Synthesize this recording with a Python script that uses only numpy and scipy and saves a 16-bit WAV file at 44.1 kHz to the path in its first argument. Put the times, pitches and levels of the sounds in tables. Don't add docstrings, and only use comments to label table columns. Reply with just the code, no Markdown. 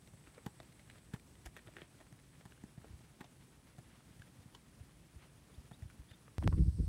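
import sys
import numpy as np
from scipy import signal
from scipy.fft import rfft, irfft
from scipy.io import wavfile
from scipy.ndimage import uniform_filter1d

SR = 44100
rng = np.random.default_rng(int(sys.argv[2]) if len(sys.argv) > 2 else 0)


def to_wav(s):
    ch = np.atleast_2d(s).T
    pcm = np.round(np.clip(ch, -1, 1) * 32767)
    wavfile.write(sys.argv[1], SR, pcm.astype(np.int16))


N = 303408
TIME = np.arange(N) / SR
CHANGE_S = 6.3828


def amp(db):
    return 10 ** (np.asarray(db) / 20)


def unit(x):
    return x / np.sqrt(np.mean(x ** 2) + 1e-20)


def curve(rows):
    return np.interp(TIME, *np.transpose(rows))


def add(mix, s, sound):
    part = mix[max(round(s * SR), 0):][:len(sound)]
    part += sound[:len(part)]


def colour(x, points):
    hz, db = np.transpose(points)
    f = np.fft.rfftfreq(len(x), 1 / SR)
    return irfft(rfft(x) * amp(np.interp(np.log(f + 1), np.log(hz), db)), len(x))


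def band(x, low_hz, high_hz, order=2):
    top = np.clip(high_hz, low_hz + 10, SR / 2 - 10)
    return signal.sosfilt(signal.butter(order, [low_hz, top], "band", fs=SR, output="sos"), x)


def drift(rate_hz, size=N):
    f = np.fft.rfftfreq(size, 1 / SR)
    return unit(irfft(rfft(rng.standard_normal(size)) * np.exp(-(f / rate_hz) ** 2 / 2), size))


# t/s, level/dB before the trim
SAND_LEVEL = [(0.0, -81), (0.25, -68), (0.5, -72.5), (1.0, -70), (1.2, -78.5), (1.7, -70), (2.2, -72),
              (6.05, -73)]
# f/Hz, gain/dB
SAND_SPECTRUM = [(100, -41), (350, -4), (700, 0), (1900, 0.5), (3400, -3.5), (5000, -14.5), (16000, -53)]
# t/s, level/dB, half length/s
SCUFFS = [(0.359, -69, 0.021), (1.811, -67.5, 0.036), (2, -82, 0.015), (3.426, -80, 0.016),
          (3.935, -71, 0.045), (5.241, -67.5, 0.032), (6.583, -67, 0.0094)]


def loose_sand(trim_db=-3, later_db=-86, clump_db=2, tick_db=-10, ticks_per_s=24, tick_s=0.0021):
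    slide = unit(rng.standard_normal(N) * amp(clump_db * drift(22)))
    clods = (rng.random(N) < ticks_per_s / SR) * amp(6.8 * np.minimum(rng.exponential(1, N), 2))
    tails = signal.lfilter([1], [1, -np.exp(-1 / (tick_s * SR))], clods)
    ticks = unit(colour(tails * rng.standard_normal(N), SAND_SPECTRUM))
    drag = sum(amp(db) * np.exp(-((TIME - s) / length) ** 2 / 2) for s, db, length in SCUFFS)
    level = amp(np.where(TIME < CHANGE_S, curve(SAND_LEVEL) + trim_db, later_db))
    return np.hypot(level, drag) * unit(colour(slide, SAND_SPECTRUM)) + level * amp(tick_db) * ticks


# f/Hz, level/dB per Hz
AIR_SPECTRUM = [(20, -113), (40, -91.5), (60, -83), (90, -89), (135, -83), (200, -90), (300, -93),
                (420, -100), (700, -105), (1500, -110), (3000, -113), (6200, -113), (11000, -118),
                (16000, -122)]


def air(waver_db=1.0):
    return colour(rng.standard_normal(N) * np.sqrt(SR / 2), AIR_SPECTRUM) * amp(waver_db * drift(18))


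def wing_song(phase, width_hz):
    return unit(drift(width_hz) * np.cos(phase) + drift(width_hz) * np.sin(phase))


# f/Hz, width/Hz, level/dB at the arena, level/dB in the wind, waver/Hz
CHORUSES = [(8130, 420, -77, -82.5, 25), (9620, 390, -80.5, -76.5, 110), (10040, 51, -88, -89, 82),
            (8400, 290, -102, -78, 44), (4720, 1000, -106, -75.5, 49), (5440, 130, -102, -88, 17),
            (5430, 70, -104, -86, 30)]
# t/s, gain/dB
NEAR_CHORUS_GAIN = [(0, 1), (1, 0.5), (2, -2.5), (3.5, -4.5), (6.3, -7), (6.5, 5.5)]


def insects(waver_rate_hz=7, throb_db=0.97):
    out = np.zeros(N)
    for k, (hz, width, before_db, after_db, waver) in enumerate(CHORUSES):
        phase = 2 * np.pi * np.cumsum(hz + waver * drift(waver_rate_hz)) / SR
        db = np.where(TIME < CHANGE_S, before_db, after_db) + (k == 0) * curve(NEAR_CHORUS_GAIN)
        out += wing_song(phase, width) * amp(db + throb_db * drift(13))
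    return out


def ring(x, hz, modes):
    out = np.zeros(len(x))
    for ratio, width, db in modes:
        spread = 1 + abs(width) / 2
        out += amp(db) * band(x, hz * ratio / spread, hz * ratio * spread, order=1)
    return out


# f/knock pitch, width/f, gain/dB
KNOCK_MODES = [(1, 0.28, 9), (.52, 0.24, 11), (1.35, 0.059, -23)]
# f/clack pitch, width/f, gain/dB
CLACK_MODES = [(1, 0.16, 12.5), (1.4, 0.91, 0.5), (1.85, 0.33, -11)]


def strike(knock_db, knock_hz, clack_db, clack_hz, grit_db, decay_s, contact=6, knock_top_hz=1300):
    t = np.arange(-SR // 40, SR // 8) / SR
    brush = amp(-18) * np.exp(-abs(t) / 0.011)
    scatter = amp(-21) * np.exp(-abs(t) / 0.011)
    shape = np.where(t < 0, brush, np.exp(-abs(t) / decay_s) + scatter)
    grains = amp(6 * drift(380, size=len(t)))
    crunch = shape * grains * rng.standard_normal((3, len(t)))
    force = crunch + contact * (t == 0)
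    knock = band(ring(force[0], knock_hz, KNOCK_MODES), 230, knock_top_hz)
    clack = band(ring(force[1], clack_hz, CLACK_MODES), 1150, clack_hz * 2.16, order=4)
    grit = band(crunch[2], 4600, 10000, order=1)
    parts = [(knock_db, knock), (clack_db, clack), (grit_db, grit)]
    return t[0], sum(amp(db) * x * np.sqrt(0.01 * SR / np.sum(x ** 2)) for db, x in parts)


def jostle(count=30, level_db=-67, fade_db_per_s=2.3, spread_db=1.5):
    out = np.zeros(N)
    for k, (when, size, low, high) in enumerate(rng.random((count, 4))):
        s = (k + when) / count * CHANGE_S
        db = level_db - fade_db_per_s * s + spread_db * (2 * size - 1)
        lead, sound = strike(knock_db=db - 2, knock_hz=600 * 2 ** (low - 0.5),
                             clack_db=db, clack_hz=1700 * 2 ** (high - 0.5),
                             grit_db=db - 7, decay_s=0.0015)
        add(out, s + lead, sound)
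    return out


def thud(db, hz, cycles=1.25, hard_db=-41, rise=0.53, fall=1.64, sag=0.184):
    t = np.arange(-SR // 20, SR // 10) / SR
    length = cycles / hz * amp(0.17 * (hard_db - db))
    swell = 1 / np.cosh(t / (length * np.where(t < 0, rise, fall) * 0.28))
    turns = np.cumsum(hz * (1 - sag * np.tanh(t / length))) / SR + rng.random()
    return t[0], amp(db) * swell * np.sin(2 * np.pi * turns)


# t/s, thud level/dB, thud f/Hz, knock level/dB, crunch level/dB, grit level/dB
FOOTFALLS = [(0.136, -46.5, 122.5, -68.5, -77, -84), (0.462, -33, 175, -48, -54.5, -58.5),
             (1.1362, -31.5, 163.3, -54, -53.5, -61), (1.459, -41.5, 60, -57, -56.5, -56),
             (1.6717, -48.5, 118.5, -59, -60.5, -80), (2.1225, -45.5, 138.6, -70, -69, -70),
             (2.4538, -43.5, 157, -59, -64, -67.5), (2.6365, -38.5, 211, -62.5, -67, -71),
             (2.7762, -40.5, 149, -64.5, -68, -80), (2.902, -45, 93.4, -80, -94, -85),
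             (2.934, -43, 77.3, -80, -90, -83), (3.207, -42, 230, -54, -55, -66.5),
             (3.7826, -42.5, 140, -60.5, -67.5, -69), (4.1954, -46.5, 98, -75, -69, -74),
             (4.385, -49.5, 114, -80, -86, -85), (4.457, -46, 144.4, -89, -80, -85),
             (4.805, -42.5, 89, -78, -79, -85), (5.16, -44.5, 70, -82, -86, -85),
             (5.579, -43, 72, -73.5, -76, -82), (5.7119, -42.5, 164, -58.5, -64.5, -72),
             (5.823, -37.5, 86.5, -65.5, -68, -71), (5.853, -40.5, 87.3, -82, -89, -85),
             (5.992, -42.5, 64, -89, -80, -87), (6.1105, -48, 101, -70, -61.5, -73)]


def footfalls(firm_knock_hz=786, firm_db=-53, sink_s=0.004):
    out = np.zeros(N)
    for s, thud_db, thud_hz, knock_db, crunch_db, grit_db in FOOTFALLS:
        knock_hz = firm_knock_hz * np.exp(0.014 * (knock_db - firm_db))
        lead, sound = strike(knock_db, knock_hz, crunch_db, clack_hz=1800, grit_db=grit_db,
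                             decay_s=0.0056, contact=5, knock_top_hz=1250)
        add(out, s + lead, sound)
        lead, sound = thud(thud_db, thud_hz)
        add(out, s + sink_s + lead, sound)
    return out


def woods_echo(x, t60=0.1, onset_s=0.01, echoes_per_s=2000):
    t = np.arange(SR) / SR
    echoes = rng.standard_normal(SR) * (rng.random(SR) < echoes_per_s / SR)
    taps = echoes * amp(-60 * t / t60) * (1 - np.exp(-t / onset_s))
    return signal.fftconvolve(x, taps / np.linalg.norm(taps))[:N]


# t/s, knock level/dB, knock f/Hz, clack level/dB, clack f/Hz, decay/s
CLACKS = [(0.2721, -62.5, 600, -64.5, 1390, 0.003), (0.378, -54, 447, -62, 1230, 0.0034),
          (0.6009, -53, 587, -58, 2120, 0.0049), (0.795, -70, 1080, -64, 2130, .0046),
          (0.8988, -70, 670, -57.5, 1960, 0.0062), (0.957, -66.5, 590, -67.5, 1250, .002),
          (1.1616, -65.5, 417, -65, 1460, .0028), (1.4651, -57.5, 630, -58.5, 1680, .0033),
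          (1.5657, -57.5, 413, -53, 1830, 0.0075), (1.5925, -66, 390, -63, 1740, .0019),
          (1.687, -58, 610, -81, 2340, 0.0024), (1.7671, -56, 360, -51.5, 1780, .002),
          (1.7843, -59, 383, -59, 1670, .0033), (1.8181, -53.5, 335, -55.5, 1760, 0.0011),
          (2.0027, -59, 660, -63.5, 1880, 0.012), (2.409, -64.5, 427, -66, 1510, 0.0035),
          (2.5215, -71, 800, -63.5, 1570, .0014), (2.8444, -55, 474, -67.5, 1560, 0.0042),
          (3.243, -59.5, 665, -64, 3080, 0.0032), (4.219, -72, 1020, -58, 1650, .0025),
          (4.5493, -59.5, 900, -57.5, 3100, 0.0039), (5.497, -66, 414, -70, 1230, .0024),
          (5.8988, -80, 1090, -63.5, 1420, 0.0086), (6.2795, -65, 1010, -63.5, 1250, 0.0011),
          (6.422, -49, 636, -58, 1230, .0028), (6.4338, -53, 380, -57.5, 1690, .0075),
          (6.5262, -49, 1060, -58.5, 1320, 0.003)]


def clacks(usual_grit_db=-16, usual_decay_s=0.0031, db_per_doubling=4.5):
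    out = np.zeros(N)
    for s, knock_db, knock_hz, clack_db, clack_hz, decay_s in CLACKS:
        grit_db = clack_db + usual_grit_db + db_per_doubling * np.log2(decay_s / usual_decay_s)
        lead, sound = strike(knock_db, knock_hz, clack_db, clack_hz, grit_db, decay_s)
        add(out, s + lead, sound)
    return out


def katydid(hz=9560, width_hz=110, level_db=-81, chirps_per_s=5.25, loudest_s=5.71, half_length_s=0.65):
    song = wing_song(2 * np.pi * hz * TIME, width_hz)
    chirps = abs(np.cos(np.pi * chirps_per_s * (TIME - loudest_s))) ** 3
    facing = np.exp(-((TIME - loudest_s) / half_length_s) ** 2 / 2)
    return amp(level_db) * song * chirps * facing * (TIME < CHANGE_S)


# t/s, level/dB, start f/Hz, end f/Hz, length/s, upper voice gain/dB
BIRD_CHIPS = [(5.538, -68, 2890, 3740, 0.02, -5), (5.725, -63.5, 3130, 3850, 0.03, -14),
              (6.081, -67.5, 3120, 3760, 0.036, -6), (6.127, -63.5, 3230, 3700, 0.025, -12)]


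def bird(upper_ratio=1.3, bend=0.264, jitter_hz=90):
    out = np.zeros(N)
    for s, db, start_hz, end_hz, length, upper_db in BIRD_CHIPS:
        progress = np.linspace(0, 1, round(length * SR))
        arch = np.sin(np.pi * progress)
        glide_hz = start_hz + (end_hz - start_hz) * (progress + bend * arch)
        phase = 2 * np.pi * np.cumsum(glide_hz + jitter_hz * drift(400, size=len(arch))) / SR
        add(out, s, amp(db) * arch * (np.sin(phase) + amp(upper_db) * np.sin(upper_ratio * phase)))
    return out


# t/s, level/dB before filtering, swing f/Hz, decay/s, top f/Hz
POPS = [(6.3826, -28.5, 77.4, 0.021, 12000), (6.4765, -16.5, 480, 0.00043, 3500)]


def pops():
    out, t = np.zeros(N), np.arange(SR // 6) / SR
    for s, db, hz, decay_s, top_hz in POPS:
        jump = -amp(db) * np.exp(-t / decay_s) * np.cos(2 * np.pi * hz * t)
        add(out, s, band(jump, 14, top_hz, order=1))
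    return out


def swirl(low_hz, high_hz, lump_s=0.02):
    x = band(rng.standard_normal(N), low_hz, high_hz, order=4)
    size = round(lump_s * SR)
    power = uniform_filter1d(uniform_filter1d(x ** 2, size), size)
    return x / np.sqrt(abs(power) + 1e-20)


# t/s, deep push level/dB, flutter level/dB, half length/s
BUFFETS = [(6.478, -30.5, -36, 0.02), (6.545, -30.5, -46, 0.013), (6.614, -24.5, -38, 0.02),
           (6.684, -28.5, -46.5, 0.015), (6.753, -34, -63, 0.0052), (6.806, -28.5, -38, 0.009),
           (6.841, -34, -48, 0.0074), (6.878, -30, -59, 0.0036)]
# low f/Hz, high f/Hz, smallness (0 push, 1 flutter), gain/dB on those levels
EDDY_BANDS = [(43.25, 90.4, 0, 0.5), (88, 170, 0.35, 0.5), (175, 326, 1, -3), (317, 498, 0.97, -15)]


def wind(breeze_db=-44.5, breeze_flutter_db=-69, lead_half_lengths=0.87, onset_s=0.0044):
    out = np.zeros(N)
    for low_hz, high_hz, small, gain_db in EDDY_BANDS:
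        power = amp(breeze_db + small * (breeze_flutter_db - breeze_db)) ** 2
        for s, push_db, flutter_db, length in BUFFETS:
            shape = np.exp(-((TIME - s) / length + small * lead_half_lengths) ** 2)
            power = power + shape * amp(push_db + small * (flutter_db - push_db)) ** 2
        out += amp(gain_db) * np.sqrt(power) * swirl(low_hz, high_hz)
    return out * np.clip((TIME - CHANGE_S) / onset_s, 0, 1)


def scene(echo_db=-17):
    direct = footfalls() + clacks() + jostle() + bird()
    outdoors = direct + amp(echo_db) * woods_echo(direct) + loose_sand() + air() + insects() + katydid()
    return (outdoors + wind() + pops())[None]


def record(dry, rumble_hz=34, top_hz=15850):
    lean = signal.sosfilt(signal.butter(3, rumble_hz, "high", fs=SR, output="sos"), dry)
    band_limit = signal.firwin(511, top_hz, window=("kaiser", 9), fs=SR)
    return signal.oaconvolve(lean, band_limit[None], "same")


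dry = scene()
out = record(dry)
to_wav(out)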